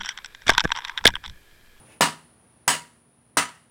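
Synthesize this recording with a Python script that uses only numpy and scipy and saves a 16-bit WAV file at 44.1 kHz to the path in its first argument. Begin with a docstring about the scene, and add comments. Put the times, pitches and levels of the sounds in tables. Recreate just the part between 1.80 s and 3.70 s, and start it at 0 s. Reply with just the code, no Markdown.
"""Three hard cracks, each with a hollow knock, a brief clang and a short low boom, in quiet garden air.
A steel shovel is driven edge first onto a small plastic toy on a concrete patio: shaped noise makes
the crack, dense clang and grit; decaying sines make the toy, blade, slab and porch.
Clothes rustle as the first blow is swung. Behind lie noise-made air and thin insect hiss, and a faint
hum of two sines."""
import sys
import numpy as np
from scipy import signal
from scipy.fft import rfft, irfft, next_fast_len
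from scipy.io import wavfile
from scipy.ndimage import map_coordinates

SR = 44100
rng = np.random.default_rng(int(sys.argv[2]) if len(sys.argv) > 2 else 0)


def waveform_to_disk(signal):
    """Save audio, clipped to [-1, 1], as 16-bit WAV at the path in sys.argv[1]."""
    frames = np.transpose(np.atleast_2d(signal))
    scaled = np.clip(frames, -1, 1) * 32767
    samples = np.round(scaled).astype(np.int16)
    wavfile.write(sys.argv[1], SR, samples)


N = 83790

# spectrum of the close, short-lived modes of blade and toy, also of the noise tail: f/Hz, density/dB
CLANG_SPECTRUM = [(30, -40), (70, -32.5), (130, -10.5), (175, -5), (290, -9), (400, -9.5), (600, -6.5),
                  (1000, -1.5), (1300, 0), (1500, -3), (1950, -0.5), (2400, -9), (2900, -1.5), (3300, -9),
                  (4500, -8), (6300, -13.5), (8700, -8), (9900, -10), (11500, -28), (13500, -20.5),
                  (15500, -23.5)]


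def amp(db):
    """Decibels to gain."""
    return 10 ** (np.asarray(db) / 20)


def unit(x):
    """Scale to rms 1."""
    return x / np.sqrt(np.mean(x ** 2) + 1e-20)


def clock():
    """Seconds at every sample."""
    return np.arange(N) / SR


def along(points, hz):
    """(f/Hz, value) points interpolated on a log-frequency axis."""
    point_hz, value = np.transpose(points)
    return np.interp(np.log(hz + 1), np.log(point_hz + 1), value)


def level(points):
    """(t/s, level/dB) points as a gain at every sample."""
    return amp(np.interp(clock(), *np.transpose(points)))


def fade(t, t60_s):
    """Exponential decay, -60 dB at t60_s."""
    return np.exp(-np.log(1000) * t / t60_s)


def rise(tau_s):
    """Exponential onset with time constant tau_s."""
    return 1 - np.exp(-clock() / tau_s)


def delayed(x, delay_s):
    """x starting later."""
    return np.pad(x, (max(round(delay_s * SR), 0), 0))[:N]


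def wobble(knots_per_s):
    """Smooth random curve through normally distributed knots."""
    return map_coordinates(rng.standard_normal(1024), [clock() * knots_per_s], mode="mirror")


def noise(spectrum):
    """Coloured noise of rms 1 from (f/Hz, density/dB) points."""
    gain = amp(along(spectrum, np.fft.rfftfreq(N, 1 / SR)))
    return unit(irfft(rfft(rng.standard_normal(N)) * gain, N))


def coloured(x, points):
    """Causal minimum-phase filter with the gain of (f/Hz, gain/dB) points, via the folded cepstrum."""
    m = 2 * next_fast_len(N)
    gain = amp(along(points, np.fft.rfftfreq(m, 1 / SR)))
    cepstrum = irfft(np.log(gain))
    cepstrum[1:m // 2] *= 2
    cepstrum[m // 2 + 1:] = 0
    response = np.exp(rfft(cepstrum))
    return irfft(rfft(x, m) * response)[:N]


def high_passed(x, cutoff_hz):
    """Second-order bass cut."""
    return signal.sosfilt(signal.butter(2, cutoff_hz, "high", fs=SR, output="sos"), x)


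def ring(modes, rise_cycles, scatter_db, rough):
    """Damped modes (f/Hz, level/dB, t60/s) with random level and phase; reflections make them flutter."""
    rough_knots_per_s = 60
    t, out = clock()[:N // 3], np.zeros(N)
    for hz, db, t60_s in modes:
        knots = rng.standard_normal((2, 256))
        real, imag = (np.interp(t * rough_knots_per_s, np.arange(len(k)), k) for k in knots)
        flutter = 1 + rough * (real + 1j * imag)
        tone = np.real(flutter * np.exp(2j * np.pi * (hz * t + rng.random())))
        gain = amp(db + scatter_db * rng.standard_normal())
        out[:len(t)] += gain * rise(rise_cycles / hz)[:len(t)] * fade(t, t60_s) * tone
    return out


def garden():
    """Air and narrow high insect hiss as shaped noise; hum as two sines of wavering phase."""
    # air and hiss spectra: f/Hz, density/dB
    air_spectrum = [(25, -15), (60, -4.5), (110, -2.5), (210, -6), (400, -11), (1000, -15.5), (2500, -24.5),
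                    (5000, -31), (8000, -36.5), (11000, -49)]
    hiss_spectrum = [(7500, -36), (8700, -16), (9300, -5), (9750, 3.5), (10300, -6.5), (11000, -31.5),
                     (13000, -31), (15500, -24)]
    # air and hiss levels: t/s, level/dB
    air_level = [(0, -52), (.25, -60.5), (.7, -59.5), (1.3, -63), (1.9, -62.5)]
    hiss_level = [(0, -54.5), (.18, -61), (.4, -62.5), (1.3, -66.5), (1.9, -66.5)]
    # hum partials: f/Hz, rms level/dB
    hum_partials = [(119, -72.5), (239, -71)]
    waver_rad = 0.26
    hum = np.zeros(N)
    for hz, db in hum_partials:
        phase = 2 * np.pi * hz * clock() + waver_rad * wobble(18)
        hum += amp(db) * np.sqrt(2) * np.sin(phase)
    return level(air_level) * noise(air_spectrum) + hum + level(hiss_level) * noise(hiss_spectrum)


def rustle():
    """Clothes and arms moving through the first downswing: noise under a level curve."""
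    # cloth spectrum: f/Hz, density/dB
    cloth_spectrum = [(100, -1), (500, 2.5), (1300, -8), (2700, -2), (4000, -15.5), (7000, -15.5),
                      (11000, -24), (15000, -22.5)]
    # cloth level: t/s, level/dB
    cloth_level = [(0, -76), (.05, -63.5), (.13, -51.5), (.17, -61), (.21, -78), (.3, -110)]
    return level(cloth_level) * noise(cloth_spectrum)


def porch():
    """Decaying low modes of the porch, each at a slightly random level."""
    # porch modes: f/Hz, level/dB, t60/s
    boom_modes = [(90.7, -38, 0.29), (158.2, -35.5, 0.47), (180.18, -27, 0.15), (239, -35.5, 0.36),
                  (283, -30, 0.24)]
    return ring(boom_modes, rise_cycles=1.2, scatter_db=0.93, rough=0)


def tail():
    """Faint longer noise tail under each blow, dying away with the clang's spectrum."""
    tail_db, t60_s = -33, 0.5
    return amp(tail_db) * fade(clock(), t60_s) * noise(CLANG_SPECTRUM)


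def blip(blow_s):
    """One faint low blip just before each crack: a cosine under a Gaussian envelope."""
    hz, blip_db, lead_s, width_s = 410, -25, .0012, 0.0004
    t = clock() - blow_s + lead_s
    return -amp(blip_db) * np.exp(-(t / width_s) ** 2) * np.cos(2 * np.pi * hz * t)


def thud():
    """The shovel's weight arriving on the slab: a short, dull decaying sine."""
    hz, thud_db, t60_s = 270, -20, .035
    t = clock()
    return amp(thud_db) * rise(.5 / hz) * fade(t, t60_s) * np.sin(2 * np.pi * hz * t)


def grit():
    """Sparse filtered ticks of sand and plastic grinding under the edge, dying away."""
    # grit filter: f/Hz, gain/dB
    grit_filter = [(300, -19), (1000, -5), (2800, 4.5), (5000, -10.5), (9000, -4), (11500, -12.5),
                   (15500, -16)]
    ticks_per_s, grit_db, t60_s = 290, -24, 0.077
    ticks = (rng.random(N) < ticks_per_s / SR) * rng.standard_normal(N)
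    return amp(grit_db) * fade(clock(), t60_s) * unit(coloured(ticks, grit_filter))


def clang():
    """Dense ringing, held up briefly by the near walls, then dying band by band."""
    # clang decay: f/Hz, t60/s
    band_t60 = [(100, 0.24), (400, .26), (1000, 0.21), (3000, 0.23), (8000, 0.22), (15000, 0.18)]
    clang_db, rise_tau_s, hold_s = -15.5, 0.005, 0.0045
    hz, t, bands = signal.stft(noise(CLANG_SPECTRUM), SR, nperseg=256)
    decay = fade(np.maximum(t - hold_s, 0), along(band_t60, hz)[:, None])
    ringing = signal.istft(bands * decay, SR)[1][:N]
    chatter = amp(2.66 * wobble(220))  # the edge chatters on the toy: dB, knots/s
    return amp(clang_db) * chatter * rise(rise_tau_s) * ringing


def blade(place, overtone_count=36):
    """Blade modes weighted by where the edge lands, plus random faint overtones at each blow."""
    # blade modes: f/Hz, relative level/dB, t60/s, place along the edge that rings it best/0-1
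    blade_modes = [(668, -6, .23, 0), (743, -4, .2, .5), (959, 3.5, .29, .42), (972, 1, .27, .1),
                   (1183, 0, .26, .15), (1254, 0, .26, .02), (1303, 0, .26, .85), (1756, -1, .23, .1),
                   (2003, 3, .21, .64), (2036, 0, .23, .75), (2681, -7, .2, .85), (2985, -4.5, .24, .33),
                   (3505, -5, .26, .36), (5071, -7, .2, .5), (6070, -8, .25, .85), (6764, -7.5, .24, .5),
                   (7898, -4, .2, .55), (8145, -6, .21, .6), (8515, -3, .16, .15), (8900, -3, .2, .87)]
    blade_db, off_place_loss_db = -22, 16  # full loss where a mode is struck at its node
    low_hz, high_hz, overtone_db, overtone_t60_s = 2200, 10000, -38, .22
    modes = []
    for hz, db, t60_s, best_place in blade_modes:
        loss_db = off_place_loss_db * np.sin(np.pi * (place - best_place)) ** 2
        modes.append((hz, blade_db + db - loss_db, t60_s))
    for u in rng.random(overtone_count):
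        modes.append((low_hz + u * (high_hz - low_hz), overtone_db, overtone_t60_s))
    return ring(modes, rise_cycles=11, scatter_db=4, rough=.4)


def knock(hz, low_cut_hz=450):
    """The toy's shell gives way and rings for a few cycles; its deep bass is cut away."""
    shell_db, delay_s, t60_s = -1, .0011, 0.012
    upper_hz, upper_db = 1865, -6.5  # second, stiffer mode
    t = clock()
    modes = np.sin(2 * np.pi * hz * t) + amp(upper_db) * np.sin(2 * np.pi * upper_hz * t)
    shell = amp(shell_db) * fade(t, t60_s) * modes
    return delayed(high_passed(shell, low_cut_hz), delay_s)


def crack():
    """Hard contact of steel, plastic and concrete: a fast-rising, fast-dying noise burst."""
    # crack spectrum: f/Hz, density/dB
    crack_spectrum = [(60, -33), (300, -7), (1200, 6), (3000, -14.5), (8500, -3.5), (11500, -20.5),
                      (15500, -13)]
    crack_db, rise_tau_s, t60_s = -5.5, 0.00053, 0.018
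    return amp(crack_db) * rise(rise_tau_s) * fade(clock(), t60_s) * noise(crack_spectrum)


def shovel():
    """Every blow cracks and knocks, clangs, hops and clangs again, and stirs the porch."""
    # blows: t/s, level/dB, place along the edge/0-1, knock f/Hz, relative knock level/dB,
    # relative clang at first contact/dB, hop until it lands again/s, relative clang at landing/dB,
    # then colour gains/dB: bass, middle, upper middle, presence, treble
    blow_table = [(0.2082, 0, 0.1, 1059, -0.5, 2, 0.018, -7, 2.5, 1, -1, 0, -1),
                  (0.878, -1, .5, 806, -8, -2, .0195, -3, -2, -1, 1.5, -1, 2),
                  (1.5706, -1.5, .83, 1236, -6, 0, .016, -14.5, -1, 2.5, 3, -0.5, -1)]
    # frequencies of the colour gains: f/Hz
    colour_hz = [250, 1250, 2000, 3800, 7500]
    out = np.zeros(N)
    for blow_s, db, place, knock_hz, knock_db, first_db, hop_s, landing_db, *colour_db in blow_table:
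        contacts = amp(first_db) * clang() + amp(landing_db) * delayed(clang(), hop_s)
        clatter = crack() + thud() + grit() + contacts + porch() + tail()
        clatter = coloured(clatter, list(zip(colour_hz, colour_db)))
        impact = clatter + blade(place) + amp(knock_db) * knock(knock_hz)
        out += amp(db) * (blip(blow_s) + delayed(impact, blow_s))
    return out


def scene():
    """Everything at one microphone near the ground."""
    return (shovel() + rustle() + garden())[None]


def record(dry):
    """The recorder rounds off the highest peaks, thins the deep bass and cuts steeply at its band limit."""
    clip_top, low_cut_hz, top_hz = 1.0, 77, 15850
    rounded = dry / (1 + np.abs(dry / clip_top) ** 6) ** (1 / 6)
    thinned = high_passed(rounded, low_cut_hz)
    return signal.sosfilt(signal.butter(24, top_hz, fs=SR, output="sos"), thinned)


dry = scene()
out = record(dry)
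waveform_to_disk(out)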